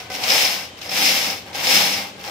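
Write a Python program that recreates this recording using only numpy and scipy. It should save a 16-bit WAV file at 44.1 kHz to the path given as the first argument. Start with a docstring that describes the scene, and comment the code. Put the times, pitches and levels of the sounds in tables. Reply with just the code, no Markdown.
"""The carriage of a hand knitting machine is pushed right, left and right again over its steel needle bed.
Its cams strike hundreds of needles a second: a train of impacts that grows denser and brighter with speed.
The impacts force the plastic shell to drone and the long bed to boom under the rasp. The carriage knocks
as it takes up each stroke, and loose steel parts clink. A small hard room with a low rumble surrounds it."""
import sys
import numpy as np
from scipy import signal
from scipy.fft import rfft, irfft, next_fast_len
from scipy.io import wavfile

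SR = 44100
rng = np.random.default_rng(int(sys.argv[2]) if len(sys.argv) > 2 else 0)


def store_pcm(level_fs):
    """Save levels as 16-bit WAV."""
    pcm = np.round(np.clip(level_fs, -1, 1) * 32767).astype(np.int16)
    wavfile.write(sys.argv[1], SR, np.atleast_2d(pcm).T)


N = 101429


def undb(db):
    """Amplitude ratio of a level in decibels."""
    return 10 ** (np.asarray(db) / 20)


def unit(x):
    """Normalisation to unit energy in each channel."""
    return x / np.sqrt(np.sum(x ** 2, axis=-1, keepdims=True))


def along(points, hz):
    """Interpolation on a logarithmic frequency axis."""
    freqs, values = np.array(points).T
    return np.interp(np.log(hz + 1), np.log(freqs), values)


def curve(points):
    """Linear interpolation in time."""
    return np.interp(np.arange(N) / SR, *np.array(points).T)


def wander(per_s, count=400):
    """Random modulation with a spread near 1."""
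    return np.interp(np.arange(N) / SR * per_s, np.arange(count), rng.standard_normal(count))


def convolve(x, response):
    """Convolution: the output of a linear system with this impulse response."""
    return signal.fftconvolve(np.atleast_2d(x), response, axes=-1)[:, :N]


def colour(points, size=2048):
    """Minimum-phase impulse response of a spectrum, by folding its cepstrum."""
    gain = undb(along(points, np.fft.rfftfreq(size, 1 / SR)))
    cepstrum = irfft(np.log(gain))
    cepstrum[1:size // 2] *= 2
    cepstrum[size // 2 + 1:] = 0
    return unit(irfft(np.exp(rfft(cepstrum)))[None])


def fade(t60, size):
    """Exponential damping: 60 dB in t60 seconds."""
    return np.exp(-np.log(1000) * np.arange(size) / SR / max(t60, 1e-3))


def ring(hz, t60, size=12000):
    """Free vibration of one damped mode."""
    return unit((np.sin(2 * np.pi * hz * np.arange(size) / SR) * fade(t60, size))[None])


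# Likeness of the two channels. Each row: frequency in Hz, correlation.
COHERENCE = [(100, 1), (250, 1), (550, 0.85), (1000, 0.082), (2200, 0.089), (4500, 0.1), (14000, 0.018)]
def stereo_noise(size):
    """Spatial coherence: left and right are alike in the bass and nearly unrelated in the treble."""
    mid, side = rfft(rng.standard_normal((2, size)))
    alike = np.clip(along(COHERENCE, np.arange(len(mid)) * SR / size), -.99, .99)
    polarity = np.array([[1], [-1]])
    return irfft(mid * np.sqrt((1 + alike) / 2) + polarity * side * np.sqrt((1 - alike) / 2), size)


ROOM_T60_S, ROOM_DB = 0.25, -3
def contact(body, t60, room_db, size=16384):
    """Impulse response of one contact point: a short dense rattle in the body, then reverberation."""
    direct = unit(stereo_noise(size) * fade(t60, size))
    room = unit(stereo_noise(size) * (fade(ROOM_T60_S, size) - fade(0.0086, size)))
    return unit(convolve(direct + undb(room_db) * room, body))


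def blow(body, start_s):
    """Impulse excitation: one hard contact on a body."""
    delay = int(start_s * SR)
    return np.pad(contact(body, t60=0.029, room_db=ROOM_DB), ((0, 0), (delay, N)))[:, :N]


NEEDLES_PER_S, JITTER = 320, .3  # rate at speed 1; timing spread as a share of the needle spacing
SCATTER_DB, SLIDE_DB = 3.5, -4.5
def strikes(speed, scatter_db, count=900):
    """Impact train: a cam edge meets needles at a rate proportional to speed, over sliding noise."""
    rate = NEEDLES_PER_S * speed
    travel = np.cumsum(rate) / SR
    late, strength = rng.standard_normal((count, 2)).T
    onsets = np.searchsorted(travel, np.arange(count) + rng.random() + JITTER * late)
    force = undb(scatter_db * np.clip(strength, -1.7, 1.7))
    force /= np.sqrt(np.mean(force ** 2))
    hits = np.bincount(onsets, force, N + 1)[:N] * (travel > travel[0])
    return hits * np.sqrt(SR / rate) + undb(SLIDE_DB) * rng.standard_normal(N)


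def rasp(body, speed, level_db, t60, room_db, scatter_db, cams=6):
    """Incoherent summation: cam edges strike one body at separate points, and their powers add."""
    edges = (convolve(strikes(speed, scatter_db) * undb(level_db), contact(body, t60, room_db))
             for _ in range(cams))
    return sum(edges) / np.sqrt(cams)


CLICK_T60_S, STEEL_DB = 0.011, -18
# Spectrum of a needle click. Each row: frequency in Hz, relative level in dB.
STEEL_SPECTRUM = [(900, -22), (1400, -13), (1850, -3.5), (2250, 2), (2900, 1.5), (3550, -2), (4700, -1.5),
                  (5900, -3), (6500, -9.5), (8000, -20.5), (15500, -34)]
def needles(speed, effort_db):
    """Impact noise: clicks of steel merge into a rasp whose level follows the effort."""
    return rasp(colour(STEEL_SPECTRUM), speed, STEEL_DB + effort_db, CLICK_T60_S, ROOM_DB, SCATTER_DB)


LATCH_DB, LATCH_LAW = -24.5, 1.09  # the law is in dB per dB of effort
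# Spectrum of a latch flick. Each row: frequency in Hz, relative level in dB.
LATCH_SPECTRUM = [(4000, -11), (6900, 5.5), (7800, 2), (9800, -1), (11500, 2.5), (12400, 0.5), (13500, 4),
                  (14500, 4), (15500, -2.5)]
def latches(speed, effort_db):
    """Power-law growth: the flicking latches gain faster than the needles, so speed adds brightness."""
    level_db = LATCH_DB + LATCH_LAW * effort_db
    return rasp(colour(LATCH_SPECTRUM), speed, level_db, CLICK_T60_S, room_db=-4, scatter_db=-2.5)


ZING_DB, ZING_LAW, FLICK_DB = -24.5, 1.064, 10.5
# Resonances of a needle. Each row: frequency in Hz, relative level in dB.
NEEDLE_RESONANCES = [(4120, -10.5), (5170, 0.5), (5480, -3)]
# Needles flicked hard. Each row: start in seconds, relative level in dB.
HARD_FLICKS = [(0.301, -2), (.318, -2), (0.382, -16), (0.449, -3.5), (0.893, -14), (0.913, -17), (1.3, -9),
               (1.675, -7), (1.936, -8)]
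def zing(speed, effort_db):
    """Natural frequencies: struck needles ring at shared pitches, a few much harder than the rest."""
    out = 0
    for hz, mode_db in NEEDLE_RESONANCES:
        mode = ring(hz, t60=0.0052, size=2048)
        needle = convolve(mode, mode)
        sway_db = 2.5 * wander(per_s=31)  # each pitch comes and goes between groups of needles
        level_db = ZING_DB + ZING_LAW * effort_db + sway_db
        run = rasp(needle, speed, level_db, t60=0.0031, room_db=-11, scatter_db=6, cams=4)
        flicks = sum(undb(FLICK_DB + db) * blow(needle, start) for start, db in HARD_FLICKS)
        out = out + undb(mode_db) * (run + flicks)
    return out


NODES_PER_S, PITCH_DRIFT = 5.97, 0.014
# Modes of the shell. Each row: nominal frequency in Hz, relative level in dB, 60 dB decay in seconds.
SHELL_MODES = [(537, -1, 0.13), (604, -3.5, 0.11), (813, 5, 0.12), (1091.6, -7.5, 0.14), (1322, -9, 0.12),
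               (1631, -3, 0.15), (2180, 0.5, .11)]
# Tuning of those modes along the bed. Each row: time in seconds, frequency factor.
SHELL_TUNING = [(.12, .925), (.6, .96), (1.7, 0.98)]
def shell_ring(force, node_db=0):
    """Modal resonance: the hollow shell's modes drift in pitch, and by node_db in level, as it travels."""
    out = 0
    for hz, db, t60 in SHELL_MODES:
        pitch = hz * curve(SHELL_TUNING) * (1 + PITCH_DRIFT * wander(NODES_PER_S))
        phasor = np.exp(2j * np.pi * np.cumsum(pitch) / SR)
        drive = force * undb(db + node_db * wander(NODES_PER_S))
        decay = unit(fade(t60, size=12000)[None])
        out = out + np.real(phasor * convolve(drive / phasor, decay))
    return out * np.sqrt(2 / sum(undb(2 * db) for _, db, _ in SHELL_MODES))


BODY_T60_S, DRONE_REFERENCE_DB = 0.019, -27
SHELL_DB, RING_DB, RING_LAW = -29, -35.5, .75  # the law is in dB of ring per dB of drone
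# Broad spectrum of the shell. Each row: frequency in Hz, relative level in dB.
SHELL_SPECTRUM = [(60, -31), (150, -22.5), (280, -5.5), (400, -12), (520, -1), (800, 4), (1100, 0.5),
                  (1400, -5), (2400, -4.5), (5000, -24)]
# Envelope of the drone. Each row: time in seconds, relative level in dB.
DRONE_ENVELOPE = [(0.0, -35), (0.04, -47), (0.32, -22), (0.65, -38), (0.68, -78), (0.77, -49.5),
                  (0.99, -26), (1.32, -32), (1.44, -61), (1.46, -41), (1.54, -41.5), (1.55, -33.5),
                  (1.59, -29), (1.8, -23), (1.9, -31), (2.03, -34.5), (2.15, -51.5), (2.3, -30)]
def shell_drone(speed):
    """Forced vibration: the strikes shake the shell, whose modes stand out more as the drone weakens."""
    level_db = curve(DRONE_ENVELOPE) - DRONE_REFERENCE_DB
    shell = colour(SHELL_SPECTRUM)
    broad = rasp(shell, speed, SHELL_DB + level_db, BODY_T60_S, room_db=-2, scatter_db=SCATTER_DB, cams=8)
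    shake = strikes(speed, SCATTER_DB) * undb(RING_DB + RING_LAW * level_db)
    return broad + shell_ring(shake, node_db=1.5)


BED_DB = -39
# Modes of the bed. Each row: frequency in Hz, relative level in dB, 60 dB decay in seconds.
BED_RESONANCES = [(196.8, 0, 0.38), (231, -4, 0.11), (279.6, -1, .12)]
# Envelope of the boom. Each row: time in seconds, relative level in dB.
BOOM_ENVELOPE = [(0, -18), (.17, -5.5), (.5, -4), (.7, -25), (.83, -14), (1.03, 2), (1.26, -4), (1.44, -11),
                 (1.52, -11.5), (1.75, 5), (1.98, -5), (2.1, -14.5), (2.15, -4.5), (2.3, -18)]
def bed_boom(speed):
    """Modal superposition: the strikes excite the low modes of the long bed together."""
    bed = unit(sum(undb(db) * ring(hz, t60) for hz, db, t60 in BED_RESONANCES))
    return rasp(bed, speed, BED_DB + curve(BOOM_ENVELOPE), BODY_T60_S, room_db=-10, scatter_db=2.5)


# Background of the room. 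Each row: frequency in Hz, relative level in dB.
RUMBLE_SPECTRUM = [(25, -2), (42, -8), (65, -4), (95, 4.5), (130, -3.5), (200, -4), (400, -2.5),
                   (800, -3.5), (1400, -10.5), (3000, -6), (8000, -21.5), (15000, -47)]
def room_rumble(level_db=-41):
    """Stationary noise, filtered so that it is strongest in the bass."""
    return undb(level_db) * convolve(stereo_noise(N), colour(RUMBLE_SPECTRUM))


# Knocks of the carriage. Each row: start in seconds, relative levels of click and of shell ring in dB.
KNOCK_EVENTS = [(.002, -19.5, -25), (.102, -20, -12), (.118, -16, -25), (.151, -12, -16.5),
                (.237, -3.5, -14), (.304, -3, -22), (.448, -15, -12), (.815, -15.5, -31), (.860, -28, -19),
                (.892, -17, -27), (.917, -12.5, -13.5), (1.312, -14, -14), (1.531, -19, -29),
                (1.549, -13, -13.5), (1.670, -1.5, -11.5), (1.711, -13, -8), (2.240, -17.5, -25),
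                (2.277, -18, -18.5)]
def knocks(click_db=9, ring_db=10):
    """Transients: as the carriage tips or a cam meets its first needles, steel clicks and the shell rings."""
    steel = colour(STEEL_SPECTRUM)
    clicks = sum(undb(click_db + db) * blow(steel, start) for start, db, _ in KNOCK_EVENTS)
    pushes = sum(undb(ring_db + db) * (np.arange(N) == int(start * SR)) for start, _, db in KNOCK_EVENTS)
    return clicks + shell_ring(pushes)


# Loose steel parts. Each row: start in seconds, frequency in Hz, level in dB, 60 dB decay in seconds.
LOOSE_PARTS = [(.018, 2400, -39, 0.077), (0.699, 3100, -46, 0.64), (.957, 2400, -27, 0.085),
               (1.608, 2166, -25, 0.095), (2.08, 2400, -53, .9)]
def pings():
    """Damped free vibration: loose parts clink under way and ring on faintly as the carriage turns."""
    out = 0
    for start, hz, db, t60 in LOOSE_PARTS:
        age = np.maximum(np.arange(N) / SR - start, 0)
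        out = out + undb(db - 60 * age / t60) * np.sin(2 * np.pi * hz * age)
    return out


EFFORT_REFERENCE_DB, DB_PER_SPEED_DECADE, SHUDDER_DB = -17, 38, 1.66
# Effort on the needles in each stroke. Each row: time in seconds, relative level in dB.
FIRST_RIGHT = [(0.0, -37), (0.094, -57), (0.102, -38), (0.148, -31), (0.194, -32), (0.316, -16),
               (0.442, -20), (0.598, -30.5), (0.678, -42), (0.704, -56), (0.76, -57)]
BACK_LEFT = [(0.78, -46.5), (0.788, -38.5), (0.806, -57), (0.816, -35), (0.888, -39), (0.89, -34),
             (0.976, -20.5), (1.14, -19.5), (1.31, -26.5), (1.402, -40.5), (1.45, -57.5)]
SECOND_RIGHT = [(1.47, -46.5), (1.524, -54), (1.532, -39.5), (1.554, -27), (1.575, -32.5), (1.7, -16.5),
                (1.872, -18.5), (1.886, -25), (1.944, -25), (2.08, -39.5), (2.13, -57), (2.16, -56),
                (2.204, -38.5), (2.228, -47), (2.24, -37.5), (2.3, -34)]
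def scene():
    """Superposition: the hand's effort sets the rate of impacts; rumble, knocks and pings add to them."""
    effort_db = curve(np.vstack([FIRST_RIGHT, BACK_LEFT, SECOND_RIGHT])) - EFFORT_REFERENCE_DB
    speed = 10 ** (effort_db / DB_PER_SPEED_DECADE)
    effort_db = effort_db + SHUDDER_DB * wander(per_s=45)  # the carriage runs unevenly
    steel = needles(speed, effort_db) + latches(speed, effort_db) + zing(speed, effort_db)
    return steel + shell_drone(speed) + bed_boom(speed) + room_rumble() + knocks() + pings()


# Balance of the microphones. Each row: frequency in Hz, left level minus right level in dB.
CHANNEL_BALANCE = [(100, 1.5), (500, .8), (2300, 0.5), (4000, 5), (5200, 2), (6500, 4.5), (9500, 7),
                   (13400, 6.5), (15200, -3)]
def record(dry, low_cut_hz=58, top_hz=15650):
    """Band limiting and soft saturation, after a level difference that gives the left more treble."""
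    size = next_fast_len(N + 4096)
    lean_db = along(CHANNEL_BALANCE, np.fft.rfftfreq(size, 1 / SR))
    gains = undb(np.array([lean_db, -lean_db]) / 2)
    heard = irfft(rfft(dry, size) * gains, size)[:, :N]
    heard = signal.sosfilt(signal.butter(4, low_cut_hz, "high", fs=SR, output="sos"), heard)
    heard = heard / (1 + (heard / .9) ** 6) ** (1 / 6)  # rounds the loudest peaks
    return signal.sosfiltfilt(signal.ellip(10, .1, 50, top_hz, fs=SR, output="sos"), heard)


dry = scene()
out = record(dry)
store_pcm(out)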